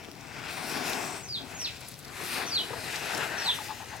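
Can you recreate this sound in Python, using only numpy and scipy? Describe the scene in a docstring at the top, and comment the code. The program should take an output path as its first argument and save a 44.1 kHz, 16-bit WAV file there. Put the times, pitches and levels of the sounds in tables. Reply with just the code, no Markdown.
"""Heaps of matches flaring up outdoors

Three heaps of matches catch fire in turn, close by and to the left. In each flare, swirling gas
makes a low roar, a rush and a high hiss, and the match heads fizz. Sticks crackle over the steady
rumble of the flames. One bird gives four falling whistles; another clucks softly towards the end."""
import sys
import numpy as np
from scipy import signal
from scipy.fft import rfft, irfft
from scipy.io import wavfile
from scipy.ndimage import uniform_filter1d

SR = 44100
rng = np.random.default_rng(int(sys.argv[2]) if len(sys.argv) > 2 else 0)


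def output_pcm(signal):
    """Save a mono or channel-first signal as 16-bit PCM at the path in sys.argv[1].

    Samples are clipped to [-1, 1] before scaling.
    """
    pcm = np.clip(np.atleast_2d(signal).T, -1, 1) * 32767
    wavfile.write(sys.argv[1], SR, np.round(pcm).astype(np.int16))


N = 176400  # 4 seconds
T = np.arange(N) / SR  # time of each sample
HZ = np.maximum(np.arange(N // 2 + 1) * SR / N, 1)  # frequency of each point in a spectrum


def undb(db):
    """Turn decibels into a number to multiply by."""
    return 10 ** (np.asarray(db) / 20)


def unit(x):
    """Scale a signal so that its average strength (rms) is 1."""
    return x / np.sqrt(np.mean(x ** 2))


def curve(table, column=1):
    """Join the points of a table column into a curve over all frequencies."""
    points = np.array(table, float)
    return np.interp(np.log(HZ), np.log(points[:, 0]), points[:, column])


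def pan(db):
    """Left and right gains that make the left side louder by db."""
    left = undb(db)
    return 2 * np.vstack([left, np.ones_like(left)]) / (1 + left)


def wander(per_s):
    """A smooth random wobble, about 1 in size."""
    hold = max(int(SR / per_s), 2)
    steps = np.repeat(rng.standard_normal(N // hold + 1), hold)
    return unit(uniform_filter1d(uniform_filter1d(steps, hold), hold)[:N])


def tiny_pops(per_s, spread_db=3.5):
    """Tiny pops at random moments, a few much larger than the rest."""
    size = undb(spread_db * np.minimum(rng.exponential(size=N), 5))
    happens = rng.random(N) < per_s / SR
    return unit(happens * size * np.sign(rng.standard_normal(N)))


def band(x, hz, octaves):
    """Keep mostly the sound within some octaves either side of hz."""
    edges = np.clip([hz / 2 ** octaves, hz * 2 ** octaves], 20, .48 * SR)
    return signal.sosfilt(signal.butter(1, edges, "band", fs=SR, output="sos"), x)


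def at_fire(make_spectrum, right_lead_s=.000022):
    """Place a sound in the fire: to the left, with the high notes more spread out."""
    # where the fire is heard (frequency [Hz], left minus right [dB], likeness of the sides [0-1])
    fire_stereo = [(200, 10.5, 0.97), (800, 9.5, 0.6), (2000, 6.5, 0.8), (4500, 3, 0.72), (7700, 5, 0.64),
                   (14000, 1, 0.66)]
    likeness = curve(fire_stereo, column=2)
    middle = make_spectrum() * np.sqrt((1 + likeness) / 2)
    side = make_spectrum() * np.sqrt((1 - likeness) / 2)
    earlier = np.exp(2j * np.pi * np.minimum(HZ, 2500) * right_lead_s)
    return np.array([middle + side, (middle - side) * earlier]) * pan(curve(fire_stereo))


def outdoors(call, pan_db, echo_db, die_away_s=0.27, wall_delay_s=0.029):
    """A call bounces back clearly from a wall, and in a blur from the ground and trees."""
    t = T[:SR // 2]
    scatter = rng.standard_normal(len(t)) + rng.standard_normal((2, len(t)))
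    echoes = scatter * undb(-60 * t / die_away_s) * (t > 0.0034)
    echoes /= np.sqrt(np.sum(echoes ** 2, axis=1, keepdims=True))
    echoes[:, int(wall_delay_s * SR)] += undb(-7.5)
    reflected = signal.fftconvolve(call[None], echoes, axes=1)[:, :N]
    return (call + undb(echo_db) * reflected) * pan(pan_db)


def rumble(level_db=-49.5):
    """The steady low noise of the flames and the open air."""
    # tone of the rumble (frequency [Hz], relative level [dB])
    colour = [(20, -28), (35, -17.5), (60, -9.5), (115, -1), (200, -7.5), (400, -13), (1000, -21),
              (4000, -24.5), (9000, -37), (15000, -35)]
    noise = at_fire(lambda: rfft(rng.standard_normal(N)))
    air = irfft(noise * undb(curve(colour)), N)
    return air / air.mean(axis=0).std() * undb(level_db)


def clucks(throat_hz=1020, pitch_arch=0.087, roughness=0.0559):
    """A bird's short notes glide and arch in pitch, with faint overtones and a rasp from the throat."""
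    # one cluck a row (start [s], length [s], glide from [Hz], glide to [Hz], level [dB],
    # rasp compared with the tone [dB]); the arch pulls both ends of the glide lower
    notes = [(2.704, 0.008, 540, 523, -35, -16), (2.729, 0.0178, 528, 445, -38.5, -3),
             (3.449, 0.058, 780, 1060, -38.5, -10), (3.583, 0.01, 1050, 1160, -36, -5),
             (3.599, 0.022, 930, 806, -37, -19), (3.684, 0.045, 890, 910, -37, -9),
             (3.794, 0.05, 830, 873, -45, -9), (3.917, 0.044, 860, 855, -44, -9)]
    out, waver = 0, 1 + roughness * wander(600)
    breath = band(rng.standard_normal(N), throat_hz, octaves=0.3)
    rasp = unit(band(breath, throat_hz, octaves=0.24))
    for start, length, from_hz, to_hz, db, rasp_db in notes:
        progress = np.clip((T - start) / length, 0, 1)
        arch = np.maximum(np.sin(np.pi * progress), 0)
        glide_hz = from_hz + (to_hz - from_hz) * progress
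        phase = 2 * np.pi * np.cumsum(glide_hz * (1 + pitch_arch * (arch - 1)) * waver) / SR
        octave = undb(-14) * throat_hz / glide_hz * np.sin(2 * phase)
        buzz = undb(-18) * (np.sin(4 * phase) + np.sin(5 * phase))
        voice = np.sin(phase) + octave + buzz + undb(rasp_db) * rasp
        out += np.sqrt(2 * arch) * undb(db) * voice
    flutter = undb(2 * wander(250))
    return outdoors(out * flutter, pan_db=9, echo_db=-13)


def whistles(fade_s=0.0078, left_lag_s=.000062):
    """A bird's clear tone slides down, nearly levels off, then plunges, louder and rougher."""
    # one whistle a row (base level [dB], eight points of (time [s], pitch [Hz])); the points are
    # start, first bend, start and end of the flatter part, loudest point, plunge, last bend, finish
    calls = [(-34, [(1.232, 6620), (1.278, 5570), (1.294, 4890), (1.328, 4700), (1.355, 3780),
             (1.369, 3490), (1.379, 3300), (1.39, 3200)]), (-32.5, [(1.548, 6870), (1.582, 6400),
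             (1.598, 5840), (1.641, 5330), (1.649, 4250), (1.664, 3470), (1.673, 2680), (1.692, 2440)]),
             (-27, [(2.465, 6180), (2.506, 5430), (2.522, 4700), (2.553, 4360), (2.567, 4050),
             (2.583, 3430), (2.599, 2994), (2.618, 2963)]), (-26, [(3.378, 5790), (3.441, 4950),
             (3.460, 4200), (3.476, 3920), (3.49, 3595), (3.503, 3450), (3.514, 3040), (3.522, 2600)])]
    # swell of a whistle at those eight points (added level [dB])
    swell_db = (-11, -19.5, -6, -4, 2, -2, -8.5, -9.5)
    out, wobble = 0, wander(900)
    for db, points in calls:
        times, hz = np.array(points).T
        roughness = np.interp(T, times[3:5], [0.00465, .016])
        phase = 2 * np.pi * np.cumsum(np.interp(T, times, hz) * (1 + roughness * wobble)) / SR
        fade = np.clip(np.minimum(T - times[0], times[-1] - T) / fade_s + .5, 0, 1)
        tone = np.sin(phase) + undb(-29) * np.sin(2 * phase)
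        out += np.sqrt(2) * tone * fade * undb(db + np.interp(T, times, swell_db))
    left, right = outdoors(out, pan_db=0, echo_db=-2)
    late_left = irfft(rfft(left) * np.exp(-2j * np.pi * HZ * left_lag_s), N)
    return np.array([late_left, right])


def crackles(tail_s=0.0088, spray_s=0.013, tick_s=0.0012):
    """Burning sticks snap, each inside a spray of finer pops; faint ticks go on throughout."""
    # sharp cracks and dull pops (time [s], peak before panning [dB], centre [Hz], decay time [s])
    snaps = [(.047, -31.5, 2520, 0.0022), (.085, -33.5, 300, 0.002), (0.2103, -36, 5600, .001),
             (0.8986, -24, 10300, .0004), (0.933, -19, 4000, 0.0014), (.993, -29, 650, .004),
             (1.4496, -43, 9000, .001), (1.613, -31, 8000, .001), (1.618, -26, 2700, .001),
             (1.7647, -37, 4000, .001), (1.808, -33.5, 9000, .003), (1.8856, -28.5, 10000, 0.0043),
             (1.919, -39, 9000, .002), (1.991, -29.5, 10000, 0.00042), (2.381, -26, 3000, 0.00068),
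             (2.552, -26, 4480, .002), (2.712, -35, 140, .004), (2.781, -36, 90, .004),
             (2.958, -21.5, 4500, 0.0043), (3.1485, -20.5, 5470, 0.0013), (3.178, -25, 7000, 0.0022),
             (3.9659, -35, 8050, 0.0022)]
    out, t = np.zeros((2, N + SR)), T[:SR // 20]
    spray = tiny_pops(per_s=560) + np.array([tiny_pops(per_s=560) for _ in range(2)])
    for start, db, hz, decay_s in snaps:
        burst = rng.standard_normal(len(t)) + 1.1 * rng.standard_normal((2, len(t)))
        decay = np.exp(-t / decay_s) + undb(-14) * np.exp(-t / tail_s)
        snap = band(burst * decay, hz, octaves=0.24)
        i = int(start * SR)
        out[:, i:i + len(t)] += snap / abs(snap).max() * undb(db)
        spray_gain = np.exp(-abs(T - start) / spray_s) * undb(db - 18)
        out[:, :N] += unit(band(spray, hz, octaves=0.53)) * spray_gain
    pops = tiny_pops(per_s=140)
    one_tick = np.exp(-t / tick_s) * rng.standard_normal((2, len(t)))
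    ticks = signal.fftconvolve(pops[None], one_tick, axes=1)[:, :N]
    ticks = undb(-58) * unit(band(ticks, hz=5000, octaves=0.92))
    return (out[:, :N] + ticks) * pan(2.5)


def singing_jet(width_hz=1200):
    """A narrow jet of gas sings with a high hiss as the first flare dies down."""
    # course of the jet (time [s], centre [Hz], level [dB])
    course = [(.88, 7700, -58), (1.02, 7760, -48), (1.171, 8230, -48), (1.27, 7830, -66)]
    times, hz, db = np.array(course).T
    low_pass = signal.butter(2, width_hz / 2, fs=SR, output="sos")
    swirl = signal.sosfilt(low_pass, rng.standard_normal(N) + 1j * rng.standard_normal(N))
    phase = 2 * np.pi * np.cumsum(np.interp(T, times, hz)) / SR
    hiss = unit(np.real(swirl * np.exp(1j * phase)))  # moves the low noise up to the centre
    return hiss * np.interp(T, times, undb(db), left=0, right=0) * pan(5)


def gas():
    """The spectrum of swirling gas, with more fizz from the match heads towards the high end."""
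    fizz_share = np.clip(0.39 * np.sqrt(HZ / 6000), 0, .95)
    swirl = rfft(rng.standard_normal(N))
    fizz = rfft(tiny_pops(per_s=7000))
    return np.sqrt(1 - fizz_share) * swirl + np.sqrt(fizz_share) * fizz


def shimmer(fire, depth_db=2, width_hz=670, length_s=.13, full_from_hz=3100):
    """As the flames sway, broad patches of the hiss grow louder and softer."""
    hz, _, cells = signal.stft(fire, SR, nperseg=512)  # a grid of frequency by time
    sway = rng.standard_normal(cells.shape[1:])
    patch_size = (width_hz / hz[1], length_s * sway.shape[1] * SR / N)
    for axis, span in enumerate(patch_size):
        for _ in range(2):
            sway = uniform_filter1d(sway, int(span), axis=axis)
    swing_db = depth_db * np.minimum(hz / full_from_hz, 1)[:, None]
    return signal.istft(cells * undb(swing_db * unit(sway)), SR)[1][:, :N]


def flares(handovers_s=(1.95, 2.62), blend_s=0.083, flutter_db=1.55, flutter_per_s=30.25):
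    """Three heaps burn in turn; roar, rush and hiss swell and flutter with the flame."""
    # strength of the flames before trim and flutter (time [s], roar [dB], rush [dB], hiss [dB])
    flaring = [(0, -51, -52.5, -67), (0.12, -54.5, -61.5, -66), (0.25, -56.5, -51.5, -63),
               (0.4, -51, -47, -59.5), (0.55, -46.5, -43.5, -48), (0.68, -43.5, -45, -45),
               (0.77, -39.5, -38.5, -44), (0.93, -38, -39.5, -45.5), (1.03, -40.5, -38, -46),
               (1.16, -45, -46, -50.5), (1.24, -53.5, -52, -58.5), (1.32, -62, -63, -56.5),
               (1.44, -48.5, -54, -59.5), (1.51, -53.5, -47, -55), (1.62, -56.5, -54, -56),
               (1.75, -60.5, -54, -57), (1.85, -54.5, -52.5, -58.5), (1.93, -69, -62, -57.5),
               (2.0, -65, -61.5, -61), (2.06, -53, -53, -59.5), (2.16, -55.5, -48.5, -52),
               (2.22, -46.5, -41.5, -46), (2.32, -49, -40.5, -41), (2.385, -40, -39, -40.5),
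               (2.49, -47, -41.5, -49), (2.62, -51.5, -51, -52.5), (2.76, -41.5, -46, -51),
               (2.88, -48.5, -41.5, -46.5), (3.02, -45, -39.5, -46.5), (3.19, -39.5, -34, -46.5),
               (3.3, -42, -35.5, -49), (3.42, -46, -39, -49.5), (3.57, -50.5, -42.5, -47.5),
               (3.67, -51.5, -51, -49), (3.83, -56, -48, -55.5), (4.0, -55.5, -48.5, -59.5)]
    # ranges of the roar, rush and hiss (lowest [Hz], highest [Hz])
    ranges = [(200, 700), (1200, 2300), (7000, 15000)]
    # tone of each burning heap (frequency [Hz], relative level [dB])
    first_heap = [(88, -43), (150, 1), (193, -6), (274, 2.5), (308, -2), (361, -1.5), (492, -5),
                  (543, -12.5), (598, -4), (740, 0.5), (1060, -5), (1280, -8), (1470, -3), (1710, -7.5),
                  (2250, -6), (2570, -4), (2740, -8), (2880, -13), (3400, -13.5), (4120, -13.5),
                  (5520, -10), (6300, -16), (7990, -17), (10300, -21), (15800, -27.5)]
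    second_heap = [(88, -37), (150, -8), (308, -2), (375, -2), (564, -9), (756, -2.5), (937, -5.5),
                   (1070, -4.5), (2580, -5.5), (3140, -13), (4370, -12.5), (5000, -17.5), (12300, -24),
                   (15800, -35)]
    third_heap = [(88, -32), (150, -4), (197, -10), (405, -3), (553, -7), (622, -1.5), (866, 0),
                  (1120, -7.5), (1550, 1.5), (2000, 1), (2250, -5.5), (2480, -0.5), (3320, -9),
                  (5000, -9.5), (5630, -12.5), (12300, -21), (15800, -29.5)]
    to_second, to_third = [np.clip((T - when) / blend_s + .5, 0, 1) for when in handovers_s]
    shares = [1 - to_second, to_second * (1 - to_third), to_third]
    times, *levels = np.array(flaring).T
    gains = [undb(np.interp(T, times, db) + trim_db + flutter_db * wander(flutter_per_s))
             for db, trim_db in zip(levels, (-0.5, -0.5, -1))]
    centres = np.log(ranges).mean(axis=1)
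    # three overlapping filters split the gas into roar, rush and hiss
    filters = [np.interp(np.log(HZ), centres, row) for row in np.eye(3)]
    bass_cut = 1 / np.sqrt(1 + (150 / HZ) ** 6)
    out, flame = 0, at_fire(gas)
    for colour, share in zip((first_heap, second_heap, third_heap), shares):
        heap = flame * undb(curve(colour)) * bass_cut
        for (low, high), gain, band_filter in zip(ranges, gains, filters):
            in_range = heap.mean(axis=0)[(HZ > low) & (HZ < high)]
            strength = np.sqrt(2 * np.sum(abs(in_range) ** 2)) / N
            out += irfft(heap * band_filter, N) / strength * gain * np.sqrt(share)
    return out


def scene():
    """The fire close by, with two birds around it."""
    fire = shimmer(flares()) + singing_jet() + rumble() + crackles()
    return fire + whistles() + clucks()


def record(dry, top_hz=15900):
    """Cut away the very highest sounds."""
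    return signal.sosfilt(signal.ellip(12, .2, 85, top_hz, fs=SR, output="sos"), dry)


dry = scene()
out = record(dry)
output_pcm(out)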